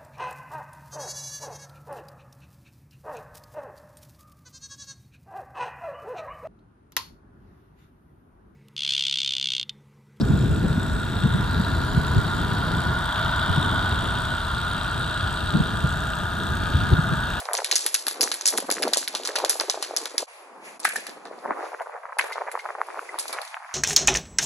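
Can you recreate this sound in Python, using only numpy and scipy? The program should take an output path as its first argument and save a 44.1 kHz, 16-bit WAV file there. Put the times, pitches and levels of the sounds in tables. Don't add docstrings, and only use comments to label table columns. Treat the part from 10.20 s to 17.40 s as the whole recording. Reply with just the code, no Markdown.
import sys
import numpy as np
from scipy import signal
from scipy.fft import rfft, irfft, next_fast_len
from scipy.io import wavfile
from scipy.ndimage import map_coordinates

SR = 44100
rng = np.random.default_rng(int(sys.argv[2]) if len(sys.argv) > 2 else 0)


def log_audio(samples):
    frames = np.atleast_2d(samples).T
    limited = np.clip(frames, -1, 1)
    pcm = np.round(limited * 32767).astype(np.int16)
    wavfile.write(sys.argv[1], SR, pcm)


def level_to_linear(level):
    exponent = np.asarray(level, float) / 20
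    return 10 ** exponent


N = 317520
T = np.arange(N) / SR

# start_s (middle of the thump), peak_db, pitch_hz, length_cycles
EDDIES = [(0.017, -9, 215, 0.72), (0.031, -11, 181, 1.2), (0.106, -11, 151, 0.69), (0.14, -12.5, 181, 1.05),
          (0.161, -13, 182, .87), (0.314, -17, 136, 2.4), (0.388, -17, 167, .88), (0.448, -14, 186, 0.93),
          (0.509, -14, 146, 1.3), (0.582, -13.5, 203, 0.89), (1.044, -16, 138, 1), (1.059, -9.5, 179, 0.73),
          (1.154, -14.5, 168, 1.35), (1.404, -12, 190, 1.3), (1.778, -15, 165, .8),
          (1.789, -15, 67.4, 0.68), (1.916, -24, 93.5, 1.6), (1.969, -9.5, 144, 0.89),
          (1.988, -13.5, 118, 1.1), (3.307, -15, 111, 0.94), (3.383, -16, 164, 1), (5.042, -19, 101, 1.2),
          (5.355, -5.5, 150, 0.48), (5.407, -8, 168, 0.87), (5.649, -13, 156, 1.1), (6.556, -12, 98, 0.87),
          (6.629, -19, 102, 1.4), (6.733, -5.5, 94, 0.68), (6.792, -12, 151, 1.05),
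          (6.927, -14.5, 143, 1.5)]


def unit(x):
    return x / np.sqrt(np.mean(x ** 2) + 1e-20)


def along(points, hz):
    f, v = np.transpose(points)
    return np.interp(np.log(hz + 1), np.log(f + 1), v)


def curves(rows):
    s, *columns = np.transpose(rows)
    return [np.interp(T, s, column) for column in columns]


def wobble(rate):
    points = rng.standard_normal(int(N * rate / SR) + 4)
    return map_coordinates(points, [T * rate])


def filtered(x, response):
    m = next_fast_len(N + SR // 4)
    hz = np.fft.rfftfreq(m, 1 / SR)
    return irfft(rfft(x, m) * response(hz), m)[..., :N]


def hiss():
    # pitch_hz, level_db (per Hz)
    hiss_colour = [(2000, -25), (5000, 6.5), (9000, -2), (12000, -6.5), (13500, -4), (14500, -4),
                   (15100, -7)]
    noise = rng.standard_normal((2, N))
    return level_to_linear(-54) * unit(filtered(noise, lambda hz: level_to_linear(along(hiss_colour, hz))))


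def gusts():
    # time_s, strength_db
    wind_swell = [(0.0, -21.5), (0.36, -22), (0.8, -28), (1.2, -26), (2.61, -26.5), (2.93, -33),
                  (3.47, -26.5), (3.89, -30), (4.31, -34), (5.17, -33), (5.47, -27.5), (5.73, -32),
                  (6.24, -31), (6.72, -27.5), (7.04, -33), (7.2, -32)]
    stir_db, stir_s = -13.5, 0.017
    power = level_to_linear(curves(wind_swell)[0]) ** 2
    for s, db, *_ in EDDIES:
        first = max(0, round((s - 4 * stir_s) * SR))
        near = slice(first, round((s + 4 * stir_s) * SR))
        power[near] += level_to_linear(db + stir_db) ** 2 * np.exp(-((T[near] - s) / stir_s) ** 2)
    return 10 * np.log10(power)


def wind():
    # pitch_hz, level_db (per Hz)
    rumble_colour = [(12, -41), (20, -13.5), (59, -0.5), (86, 1), (167, -3), (320, -16), (420, -27.5),
                     (700, -120)]
    # pitch_hz, level_db (per Hz)
    flutter_colour = [(150, -30), (230, -1), (300, -3), (420, -3), (600, -14), (1200, -22.5), (3000, -66)]
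    calm_db, rumble_db = -29, 1.5
    sway_hz, sway_db, sway_grows = 74.6, 1.5, 0.31
    flutter_db, flutter_grows, breeze_db = -40, 0.95, -46.5

    gust_db = gusts() - calm_db
    lumps = level_to_linear(0.95 * wobble(22))
    rumble_noise = filtered(rng.standard_normal((2, N)), lambda hz: level_to_linear(along(rumble_colour, hz)))
    rumble = unit(lumps * rumble_noise)
    sway = filtered(rumble, lambda hz: 1 / (1 + (hz / sway_hz) ** 4))
    flutter_noise = filtered(rng.standard_normal((2, N)), lambda hz: level_to_linear(along(flutter_colour, hz)))
    flutter = unit(lumps * level_to_linear(1.65 * wobble(40)) * flutter_noise)

    low = level_to_linear(gust_db) * (rumble - sway) + level_to_linear(sway_db + sway_grows * gust_db) * sway
    flutter_gain = np.hypot(level_to_linear(flutter_db + flutter_grows * gust_db), level_to_linear(breeze_db))
    return level_to_linear(calm_db + rumble_db) * low + flutter_gain * flutter


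def eddies():
    lean_db, lean_scatter_db = 0.3, 2
    out = np.zeros((2, N))
    for s, db, hz, cycles in EDDIES:
        early, lean = rng.standard_normal(2)
        near = slice(max(0, round((s - 0.03) * SR)), round((s + 0.028) * SR))
        lead_s = 0.00059 * early * np.array([[1], [-1]])
        u = (T[near] - s + lead_s) * hz
        pan_db = lean_db + lean_scatter_db * lean
        peak = level_to_linear([[db + pan_db / 2], [db - pan_db / 2]])
        out[:, near] -= peak * np.exp(-(u / cycles) ** 2) * np.cos(2 * np.pi * u)
    return out


def clutch():
    # start_s, level_db, pitch_hz, fade_s (time to fall 60 dB)
    clutch_clicks = [
        (.008, -27, 4480, 0.033),
        (.009, -28.5, 3860, .02),
        (.012, -33, 5320, 0.039),
    ]
    out = np.zeros(N)
    for s, db, hz, fade_s in clutch_clicks:
        t = np.clip(T - s, 0, None)
        tone = np.sin(2 * np.pi * hz * t) * (1 - np.exp(-t / 0.00074))
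        out += level_to_linear(db - 60 * t / fade_s) * tone * (1 + 0.89 * wobble(1450))
    return np.array([out, 0.2 * out])


def contacts(pattern, width, scatter_db, share, jitter, knock_db):
    # time_s, ahead_turns
    shaft_drift = [(0.0, -0.043), (0.3, -0.408), (0.9, -0.565), (1.5, -1.07), (2.1, -0.998), (2.7, -1.131),
                   (3.0, -1.403), (3.3, -1.426), (3.6, -1.377), (4.2, -1.064), (4.5, -1.009), (5.4, -0.709),
                   (5.7, -0.745), (6.0, -0.615), (6.9, -0.695), (7.2, -0.662)]
    shaft_hz = 30
    angle = np.maximum.accumulate(shaft_hz * T + curves(shaft_drift)[0])
    turns = np.arange(-1, int(angle[-1]))
    power, knocks = np.zeros(N), np.zeros(N)
    for at, db in pattern:
        chance = rng.standard_normal((len(turns) + 4, 2))
        size = level_to_linear(db + scatter_db * chance[:, 0])
        nearest = np.round(angle - at)
        distance = (angle - at - nearest) / max(width, 0.003)
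        power += size[nearest.astype(int) + 1] ** 2 * np.exp(-0.5 * distance ** 2)
        knock_turns = turns + at + jitter * chance[:len(turns), 1]
        when = np.interp(knock_turns, angle, np.arange(N), left=N - 1)
        knocks[when.astype(int)] += size[:len(turns)]
    share = np.clip(share, 0, 1)
    scrape = np.sqrt(1 - share + share * power / power.mean()) * rng.standard_normal((2, N))
    return scrape + np.sqrt(share) * level_to_linear(knock_db) * unit(knocks) * [[1], [0]]


def barrel(drive, modes, restless_db, rate):
    lens_times = [0.498, 1.22, 1.3, 3.3, 4.998, 6.4]
    out, power = 0, 0
    for (hz, width, polarity), levels in modes:
        gain = level_to_linear(np.interp(T, lens_times, levels))
        ring = signal.lfilter(*signal.iirpeak(hz, hz / width, SR), drive)
        unrest = level_to_linear(restless_db * min(1, 250 / width) * wobble(rate))
        out = out + np.sign(polarity) * gain * unrest * ring
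        power = power + gain ** 2 * width
    return unit(out / np.sqrt(power))


def motor():
    # time_s, load_db, mesh_db (over the load)
    motor_effort = [(0.0, -36.5, -8), (0.25, -37, -6), (0.6, -34.5, -8), (1.0, -33.5, -6), (1.25, -31, -8),
                    (1.8, -30.5, -8), (2.3, -29, -8), (2.7, -28, -9), (3.0, -26, -7), (3.5, -25.5, -9),
                    (4.2, -29.5, -7), (4.55, -29, -7), (5.0, -29.5, -6.5), (5.7, -30.5, -8), (6.3, -31, -9),
                    (6.58, -30.5, -5), (6.85, -29.5, -10), (7.2, -30, -5.5)]
    # angle_turns, size_db
    pole_angles = [(.07, 0), (.235, 0), (.4, 0), (.57, .5), (.735, -.5), (.9, 0)]
    # angle_turns, size_db
    tooth_angles = [(.055, -3), (.22, -11), (.39, 0), (.55, -10), (.72, -5), (.89, -10)]
    # angle_turns, size_db
    brush_angles = [(.43, 0), (.5, -1), (.95, -1), (.02, -2)]
    # (pitch_hz, width_hz, polarity), level_db at each of six lens positions
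    low_rings = [((633.6, 66.5, 1), (-5, -8, -8, -6.5, -7.5, -3)), ((951.5, 90, -1),
                 (-7, -4.5, -5.5, -4, -8, -4.5)), ((1228, 76, 1), (-10.5, -8, -10.5, -7.5, -7.5, -2.5)),
                 ((1392, 66.5, 1), (0, 0, 0, 0, 0, 0)), ((1484.6, 77.5, -1), (-0.5, -3, -3.2, 2, -0.8, 2)),
                 ((1622, 106, -1), (-6, -6, -5.5, -15, -8, -2)), ((1873, 520, 1),
                 (-16, -15, -17, -17.5, -19.5, -23))]
    # (pitch_hz, width_hz, polarity), level_db at each of six lens positions
    middle_rings = [((2380, 300, 1), (-7, -14, -8.5, -13.5, -9.5, -9.5)), ((2770, 104, -1),
                    (-3.5, -5.5, -4.5, -7.5, -2, -3)), ((3266, 300, 1), (-4.5, -3.5, -4.5, -0.5, -2.5, -2)),
                    ((3725, 257, -1), (0, 0, 0, -1, 0, 0)), ((4045, 145, 1),
                    (-8, -20, -3, -10.5, -3, -13.5)), ((4438, 300, 1), (-8, -13, -3.5, -10.5, -9, -8.5))]
    # (pitch_hz, width_hz, polarity), level_db at each of six lens positions
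    high_rings = [((5220, 100, 1), (-1, -4, 0, 2, -9, 0)), ((5750, 240, -1), (-10, -14, -6, -6, -10, -12)),
                  ((6550, 520, -1), (-29, -14, -13, -12, -9, -5)), ((7160, 136, -1),
                  (-0.5, -10, 1, -1.5, -7, -6.5)), ((8030, 180, 1), (0.22, -0.47, -2, -0.7, 1, 0)),
                  ((8580, 200, -1), (-20, -15, -7, -6, -4, -3)), ((9230, 210, 1),
                  (-11, -9, -4, -1.5, -3, -6.5)), ((11600, 5300, -1), (-21, -21, -15.5, -16.5, -21, -15.5))]
    mean_load_db, hum_db, pole_knock_db = -31, -31.5, 4.5
    fizz_db, fizz_grows, rattle_db = -49.5, 0.18, 1.11

    load_db, mesh_db = curves(motor_effort)
    effort_db = load_db - mean_load_db
    cogging = np.clip(0.33 - 0.025 * effort_db, 0, 1)
    start_db = -4 * np.exp(-T / 0.041)

    poles = contacts(pole_angles, width=0.15, scatter_db=-1.0, share=cogging, jitter=0.0086,
                     knock_db=pole_knock_db)
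    poles = poles / np.sqrt(1 + cogging * level_to_linear(pole_knock_db) ** 2 / 2)
    teeth = contacts(tooth_angles, width=0.032, scatter_db=1.3, share=0.56, jitter=0.004, knock_db=-5)
    brushes = contacts(brush_angles, width=0.016, scatter_db=3.0, share=0.55, jitter=0.015, knock_db=-5)

    hum = filtered(barrel(poles, low_rings, 0.17, rate=3.5),
                   lambda f: 1 / (1 + (520 / (f + 1)) ** 6 + (f / 2400) ** 6))
    rattle = filtered(barrel(teeth, middle_rings, 0.95, rate=7),
                      lambda f: 1 / (1 + (2300 / (f + 1)) ** 6 + (f / 5200) ** 8))
    fizz = filtered(barrel(brushes, high_rings, 1.9, rate=28),
                    lambda f: 1 / (1 + (4800 / (f + 1)) ** 8))
    whir = level_to_linear(hum_db + effort_db) * hum
    whir = whir + level_to_linear(fizz_db + fizz_grows * effort_db) * fizz
    whir = whir + level_to_linear(rattle_db + load_db + mesh_db) * rattle
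    return level_to_linear(start_db) * whir


def ports(pair):
    # pitch_hz, likeness (0-1)
    likeness = [(60, 0.99), (140, 0.89), (250, 0.67), (520, 0.4), (620, 0.85), (950, 1), (1450, 0.9),
                (2150, 1), (3300, 1), (4300, 0.86), (5200, 0.17), (6100, 0.31), (8000, 0.8), (9700, 0.82)]
    # pitch_hz, lead_radians
    left_lead = [(100, -0.063), (300, -0.49), (700, -0.43), (900, 1.14), (1300, 0.53), (1800, 1.14),
                 (3000, 0.85), (4500, 0.88), (5300, 0.84), (6000, -1.1), (7600, 0.64), (9700, -0.48)]
    # pitch_hz, difference_db
    left_tilt = [(100, 0.5), (300, 1), (700, 0.5), (850, 9), (1130, -11.5), (1290, 19.5), (1400, -3.5),
                 (1580, 4), (1800, -0.5), (2200, 0.5), (3200, 1), (4300, 4.5), (5500, -1.5), (9700, -0.5)]

    def blend(hz):
        angle = np.arccos(np.clip(along(likeness, hz), -1, 1)) / 2
        return np.array([np.cos(angle), np.sin(angle)])

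    def balance(hz):
        half = level_to_linear(along(left_tilt, hz) / 2) * np.exp(0.5j * along(left_lead, hz))
        return np.array([half, 1 / half])

    mid, side = filtered(pair, blend)
    return filtered(np.array([mid + side, mid - side]), balance)


def scene():
    return ports(motor() + clutch() + wind() + hiss()) + eddies()


def low_pass(x):
    return signal.sosfilt(signal.butter(12, 15560, fs=SR, output="sos"), x)


def record(dry):
    mid = filtered(dry[0] + dry[1], lambda hz: hz < 15140) / 2
    side = filtered(dry[0] - dry[1], lambda hz: hz < 9560) / 2
    return low_pass(np.array([mid + side, mid - side]))


dry = scene()
out = record(dry)
log_audio(out)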